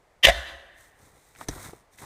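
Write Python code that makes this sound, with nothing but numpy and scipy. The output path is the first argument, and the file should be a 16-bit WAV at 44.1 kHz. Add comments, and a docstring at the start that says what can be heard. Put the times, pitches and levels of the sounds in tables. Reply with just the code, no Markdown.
"""Axe blow on a felling wedge

One hard axe blow drives a wedge into the saw cut of a big tree. Decaying sine modes make the ringing
steel, the hollow knock of the trunk and the deep thump; shaped noise bursts make the wedge bite and judder.
Decaying noise convolved with the blow gives the forest echo. Then brush and clothing rustle nearby as
swelling noise, with a few resonant knocks and a twig snap, over quiet air."""
import sys
import numpy as np
from scipy import signal
from scipy.fft import rfft, irfft, next_fast_len
from scipy.io import wavfile
from scipy.ndimage import map_coordinates

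SR = 44100
rng = np.random.default_rng(int(sys.argv[2]) if len(sys.argv) > 2 else 0)


def file_out(sig):
    """Save sig as 16-bit WAV at sys.argv[1]."""
    # one column per channel
    cols = np.atleast_2d(sig).T
    # limit, then scale
    lim = np.clip(cols, -1, 1)
    pcm = np.round(lim * 32767).astype(np.int16)
    wavfile.write(sys.argv[1], SR, pcm)


N = 90404
T = np.arange(N) / SR  # s
BLOW_S = 0.229  # the head meets the wedge
SNAP_S = 1.4848  # the twig breaks

# Head driving the wedge in. Each row: start in seconds, relative level in dB.
BITES = [(.2275, -25), (.233, -8.5), (.239, -3.5), (.243, -0.5), (.2487, 4), (.252, 2)]
# Strokes of rustling brush and clothing. Each row: peak, rise width and fall width in seconds,
# hiss level and dull scuff level in dB.
RUSTLES = [(0.817, .035, 0.057, -58.5, -66), (1.05, 0.06, 0.056, -62, -61.5),
           (1.159, 0.025, 0.034, -65.5, -58.5), (1.29, 0.11, .06, -63, -74),
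           (1.425, 0.036, 0.021, -50.5, -51), (1.518, 0.027, 0.08, -49, -44.5),
           (1.643, 0.045, 0.046, -46, -44.5), (1.743, 0.01993, .055, -62.5, -60),
           (1.94, 0.0154, 0.023, -61, -68), (1.995, 0.0126, 0.04, -50, -59.5),
           (2.034, 0.0182, 0.031, -53.5, -45)]


def amp(db):
    """Decibels to gain."""
    return 10 ** (np.asarray(db) / 20)


def unit(x):
    """Scale to rms 1."""
    return x / np.sqrt(np.mean(np.abs(x) ** 2) + 1e-20)


def along(points, hz):
    """Interpolate (Hz, value) points on a log frequency axis."""
    point_hz, value = np.transpose(points)
    return np.interp(np.log(hz + 1), np.log(point_hz + 1), value)


def wobble(knots_per_s):
    """Smooth random curve through normally distributed knots."""
    return map_coordinates(rng.standard_normal(4096), [T * knots_per_s], mode="wrap")


def filtered(x, response):
    """Multiply the spectrum of x by a response of frequency, zero-padded."""
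    size = next_fast_len(N + SR // 2)
    spectrum = rfft(x, size) * response(np.fft.rfftfreq(size, 1 / SR))
    return irfft(spectrum, size)[:N]


def noise(colour):
    """Noise of rms 1 with a (Hz, dB) spectrum."""
    return unit(filtered(rng.standard_normal(N), lambda hz: amp(along(colour, hz))))


def resonate(x, hz, q):
    """Pass x twice through one broad resonance, then scale to rms 1."""
    def response(f):
        damping = 1j * f * hz / q
        return (damping / (hz * hz - f * f + damping)) ** 2

    return unit(filtered(x, response))


def envelope(start_s, attack_s, hold_s, t60_s):
    """Straight rise, hold, exponential release."""
    t = T - start_s
    rise = np.clip(t / attack_s, 0, 1)
    return rise * amp(-60 * np.maximum(t - attack_s - hold_s, 0) / t60_s)


def ring(modes, start_s, attack_s, hold_s, waver_rad, waver_per_s):
    """Decaying sine modes (Hz, dB, t60 s) whose phases waver at random."""
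    total = 0
    for hz, db, t60_s in modes:
        cycles = hz * (T - start_s) + rng.random()
        phase = 2 * np.pi * cycles + waver_rad * wobble(waver_per_s)
        total = total + amp(db) * envelope(start_s, attack_s, hold_s, t60_s) * np.sin(phase)
    return total


def cracks(rows, t60_s, attack_s):
    """Joint envelope of a run of short cracks, summed in power."""
    power = sum((amp(db) * envelope(s, attack_s, 0.0013, t60_s)) ** 2 for s, db in rows)
    return np.sqrt(power)


def strokes(levels_db):
    """Gain that swells and fades as a lopsided bell with each stroke of movement."""
    power = 0
    for (peak_s, rise_s, fall_s, *_), db in zip(RUSTLES, levels_db):
        width_s = np.where(T < peak_s, rise_s, fall_s)
        power = power + amp(db) ** 2 * np.exp(-((T - peak_s) / width_s) ** 2)
    return np.sqrt(power)


def head_ring():
    """Steel axe head rings in short modes whose phases waver at random."""
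    # Modes of the axe head. Each row: frequency in Hz, level in dB, t60 in seconds.
    head_modes = [(2007.5, -19.5, 0.02), (2381, -24.5, 0.093), (2690, -23.5, .05), (2720, -20, 0.071),
                  (2891, -20, 0.13), (3018, -18.5, .045), (3115, -15, .045), (3440, -24.5, .16),
                  (4750, -32, .08), (5230, -32.5, 0.027), (5690, -33, .05), (6260, -32, 0.04)]
    return ring(head_modes, BLOW_S, attack_s=0.012, hold_s=0.007, waver_rad=0.45, waver_per_s=200)


def wedge_ring():
    """Struck wedge rings in modes that mostly outlast those of the head."""
    # Modes of the wedge. Each row: frequency in Hz, level in dB, t60 in seconds.
    wedge_modes = [(1717, -30, 0.067), (1788, -32.5, 0.27), (1842, -25.5, .2), (1923, -24.5, 0.18),
                   (2063, -23, .16), (2287, -33, .12), (3550, -27.5, 0.092), (3946, -38, 0.19),
                   (3957, -38, 0.32)]
    return ring(wedge_modes, BLOW_S, attack_s=0.018, hold_s=0.03, waver_rad=0.25, waver_per_s=120)


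def wedge_bite():
    """Head drives the wedge in: a run of noise cracks, each with a bright splintering edge."""
    # Spectrum of the bite. Each row: frequency in Hz, relative density in dB per Hz.
    bite_colour = [(59, -51.5), (100, -19), (253, -25.5), (640, -11.5), (936, -18.5), (1110, -10.5),
                   (1400, -29.5), (1800, -4), (2270, -10.5), (3050, -1), (4100, -17.5), (7100, -27),
                   (8230, -31), (9950, -26.5), (15500, -31)]
    # Spectrum of the bright edge. Each row: frequency in Hz, relative density in dB per Hz.
    splinter_colour = [(3900, -23.5), (4800, -0.5), (6200, 11), (10000, -7.5), (15000, -13)]
    bite = amp(-10) * cracks(BITES, t60_s=0.022, attack_s=0.0016) * noise(bite_colour)
    splinter = amp(-34) * cracks(BITES, t60_s=0.11, attack_s=0.0015) * noise(splinter_colour)
    return bite + splinter


def wedge_judder():
    """Wedge judders to rest in the wood: a run of sharp noise cracks."""
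    # Jolts of the wedge. Each row: start in seconds, relative level in dB.
    jolts = [(.262, -8.5), (.2695, 3), (.274, -9.5), (.281, -0.5), (.285, 2.5), (.292, -0.5), (.298, -4)]
    # Spectrum of a jolt. Each row: frequency in Hz, relative density in dB per Hz.
    jolt_colour = [(59, -36), (100, -9), (326, -23.5), (654, -2), (879, -14), (1180, -18), (1340, -18.5),
                   (1920, -2), (2520, -13), (3690, -10), (4460, -28), (4860, -16.5), (5170, -23.5),
                   (7730, -25), (15500, -41)]
    return amp(-16) * cracks(jolts, t60_s=0.04, attack_s=0.00054) * noise(jolt_colour)


def trunk_knock():
    """Hollow trunk modes sound in rising order as the wedge tightens."""
    # Modes of the trunk. Each row: start in seconds, frequency in Hz, level in dB, t60 in seconds.
    trunk_modes = [(.262, 482, -33.5, 0.036), (.268, 559.8, -21, .08), (.27, 612, -30, 0.2),
                   (.276, 667.5, -20.5, .06), (.288, 726, -27.5, 0.027)]
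    return sum(ring([mode], start_s, attack_s=0.0047, hold_s=0.02, waver_rad=0.25, waver_per_s=100)
               for start_s, *mode in trunk_modes)


def thump():
    """The whole stem and its roots shudder in low swells of rising pitch."""
    # Swells of the thump. Each row: start in seconds, pitch in Hz, level in dB, hold in seconds.
    swells = [(0.267, 56.7, -21, 0.023), (0.341, 60.8, -33, 0.048), (.43, 67.3, -52, 0.046),
              (0.513, 68.3, -50.5, 0.052)]
    t60_s = 0.16
    return sum(ring([(hz, db, t60_s)], start_s, attack_s=0.008, hold_s=hold_s, waver_rad=0.3, waver_per_s=35)
               for start_s, hz, db, hold_s in swells)


def forest(x, build_s=0.024, patchy_db=-1.5):
    """Echoes from many trunks build up and die away, the high treble sooner than the mids."""
    # Spectrum of the echo. Each row: frequency in Hz, relative gain in dB.
    echo_colour = [(60, -12), (160, -10), (300, 0.5), (500, -8), (680, -10), (900, -2), (1400, 3),
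                   (1750, -1.5), (2200, -11.5), (3000, -12), (3600, -5), (4050, 0), (4600, -4.5),
                   (9000, -2.5), (15000, -11)]
    # Decay of the echo. Each row: frequency in Hz, t60 in seconds.
    echo_decay = [(60, 1), (600, 1.1), (1800, 1.276), (3500, 0.91), (5500, 0.74), (12000, 0.85)]
    hz, t, bands = signal.stft(rng.standard_normal(N), SR, nperseg=256)
    decay = amp(-60 * t / along(echo_decay, hz)[:, None])
    tail = signal.istft(bands * decay, SR, nperseg=256)[1][:N]
    tail = tail * np.clip(T / build_s, 0, 1) * amp(patchy_db * wobble(40))
    echo = signal.fftconvolve(x, tail / np.linalg.norm(tail))[:N]
    return amp(-12) * filtered(echo, lambda f: amp(along(echo_colour, f)))


def rustle(hiss_grain_db=2, scuff_grain_db=3):
    """Grainy hiss, dull scuffing and tiny clicks of small stems, all following the strokes."""
    # Spectrum of the hiss. Each row: frequency in Hz, relative density in dB per Hz.
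    hiss_colour = [(1180, -14), (2000, 0.5), (2330, -4.5), (2840, -18), (3740, -4), (4670, -11.5),
                   (6360, -5), (7170, -7), (8730, -3), (9840, -8.5), (11800, -14.5), (14200, -8.5),
                   (15500, -20.5)]
    # Spectrum of the dull scuff. Each row: frequency in Hz, relative density in dB per Hz.
    scuff_colour = [(15, -49), (25, -2.5), (98, 10.5), (213, -1.5), (282, 1), (413, 0.5), (655, -4),
                    (1290, -6.5), (2130, -16.5), (3000, -53), (3900, -48), (6600, -120)]
    clicks_per_s = 400
    *_, hiss_db, scuff_db = np.transpose(RUSTLES)
    hiss = unit(noise(hiss_colour) * amp(hiss_grain_db * wobble(700)))
    scuff = unit(noise(scuff_colour) * amp(scuff_grain_db * wobble(100)))
    clicks = (rng.random(N) < clicks_per_s / SR) * rng.standard_normal(N)
    crackle = amp(-7.5) * resonate(clicks, hz=915, q=0.97)  # level relative to the scuff
    return strokes(hiss_db) * hiss + strokes(scuff_db) * (scuff + crackle)


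def twig():
    """A twig snaps as a noise burst over a soft thud of low ground modes."""
    # Spectrum of the snap. Each row: frequency in Hz, relative density in dB per Hz.
    snap_colour = [(290, -46), (500, -28), (716, -11), (1800, -5.5), (2650, -22), (3580, -7.5),
                   (4570, -12.5), (6000, 0), (6740, -17.5), (8480, -11.5), (15500, -31.5)]
    # Modes of the ground under the snap. Each row: frequency in Hz, level in dB, t60 in seconds.
    ground_modes = [(42.2, -34.5, 0.28), (111.6, -33, 0.11)]
    burst = envelope(SNAP_S, attack_s=0.00013, hold_s=0.00086, t60_s=0.038)
    snap = amp(-26) * burst * noise(snap_colour)
    thud = ring(ground_modes, SNAP_S, attack_s=0.0052, hold_s=0.0052, waver_rad=0.6, waver_per_s=100)
    return snap + thud


def knocks():
    """Short dead knocks in the brush: noise bursts, each in one broad resonance."""
    # Knocks in the brush. 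Each row: start in seconds, level in dB, centre in Hz, t60 in seconds.
    brush_knocks = [(1.350, -48.5, 1760, 0.014), (1.360, -51, 1680, 0.024), (1.411, -33, 930, 0.033),
                    (1.411, -48.5, 280, .06), (1.488, -26, 290, 0.037), (1.519, -50, 280, 0.062),
                    (1.732, -39, 470, 0.037), (1.795, -57, 870, 0.019), (1.986, -48, 1900, .02),
                    (2.027, -44, 590, 0.03)]
    return sum(amp(db) * envelope(start_s, 0.00078, 0.00061, t60_s)
               * resonate(rng.standard_normal(N), hz, q=1.0)
               for start_s, db, hz, t60_s in brush_knocks)


def air():
    """Quiet forest air: steady noise, weak in the treble."""
    # Spectrum of the air. Each row: frequency in Hz, relative density in dB per Hz.
    air_colour = [(20, -6), (45, 2), (110, -4), (250, -12), (420, -5), (700, -5), (1100, -9), (1500, -14),
                  (2000, -12), (2800, -21.5), (5000, -25), (8000, -26.5), (15000, -37)]
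    return amp(-63.5) * noise(air_colour)


def scene():
    """The blow and its echo, the movement nearby and the quiet forest air."""
    blow = head_ring() + wedge_ring() + wedge_bite() + wedge_judder() + trunk_knock()
    strike = blow + thump()
    movement = rustle() + twig() + knocks()
    return (strike + forest(strike) + movement + air())[None]


def record(dry):
    """The recorder rounds off the highest peaks and cuts the top of the band."""
    ceiling, top_hz, slope_hz = 0.95, 15550, 500
    held = dry[0] / (1 + np.abs(dry[0] / ceiling) ** 6) ** (1 / 6)
    return filtered(held, lambda hz: np.clip((top_hz - hz) / slope_hz + 0.5, 0, 1))[None]


dry = scene()
out = record(dry)
file_out(out)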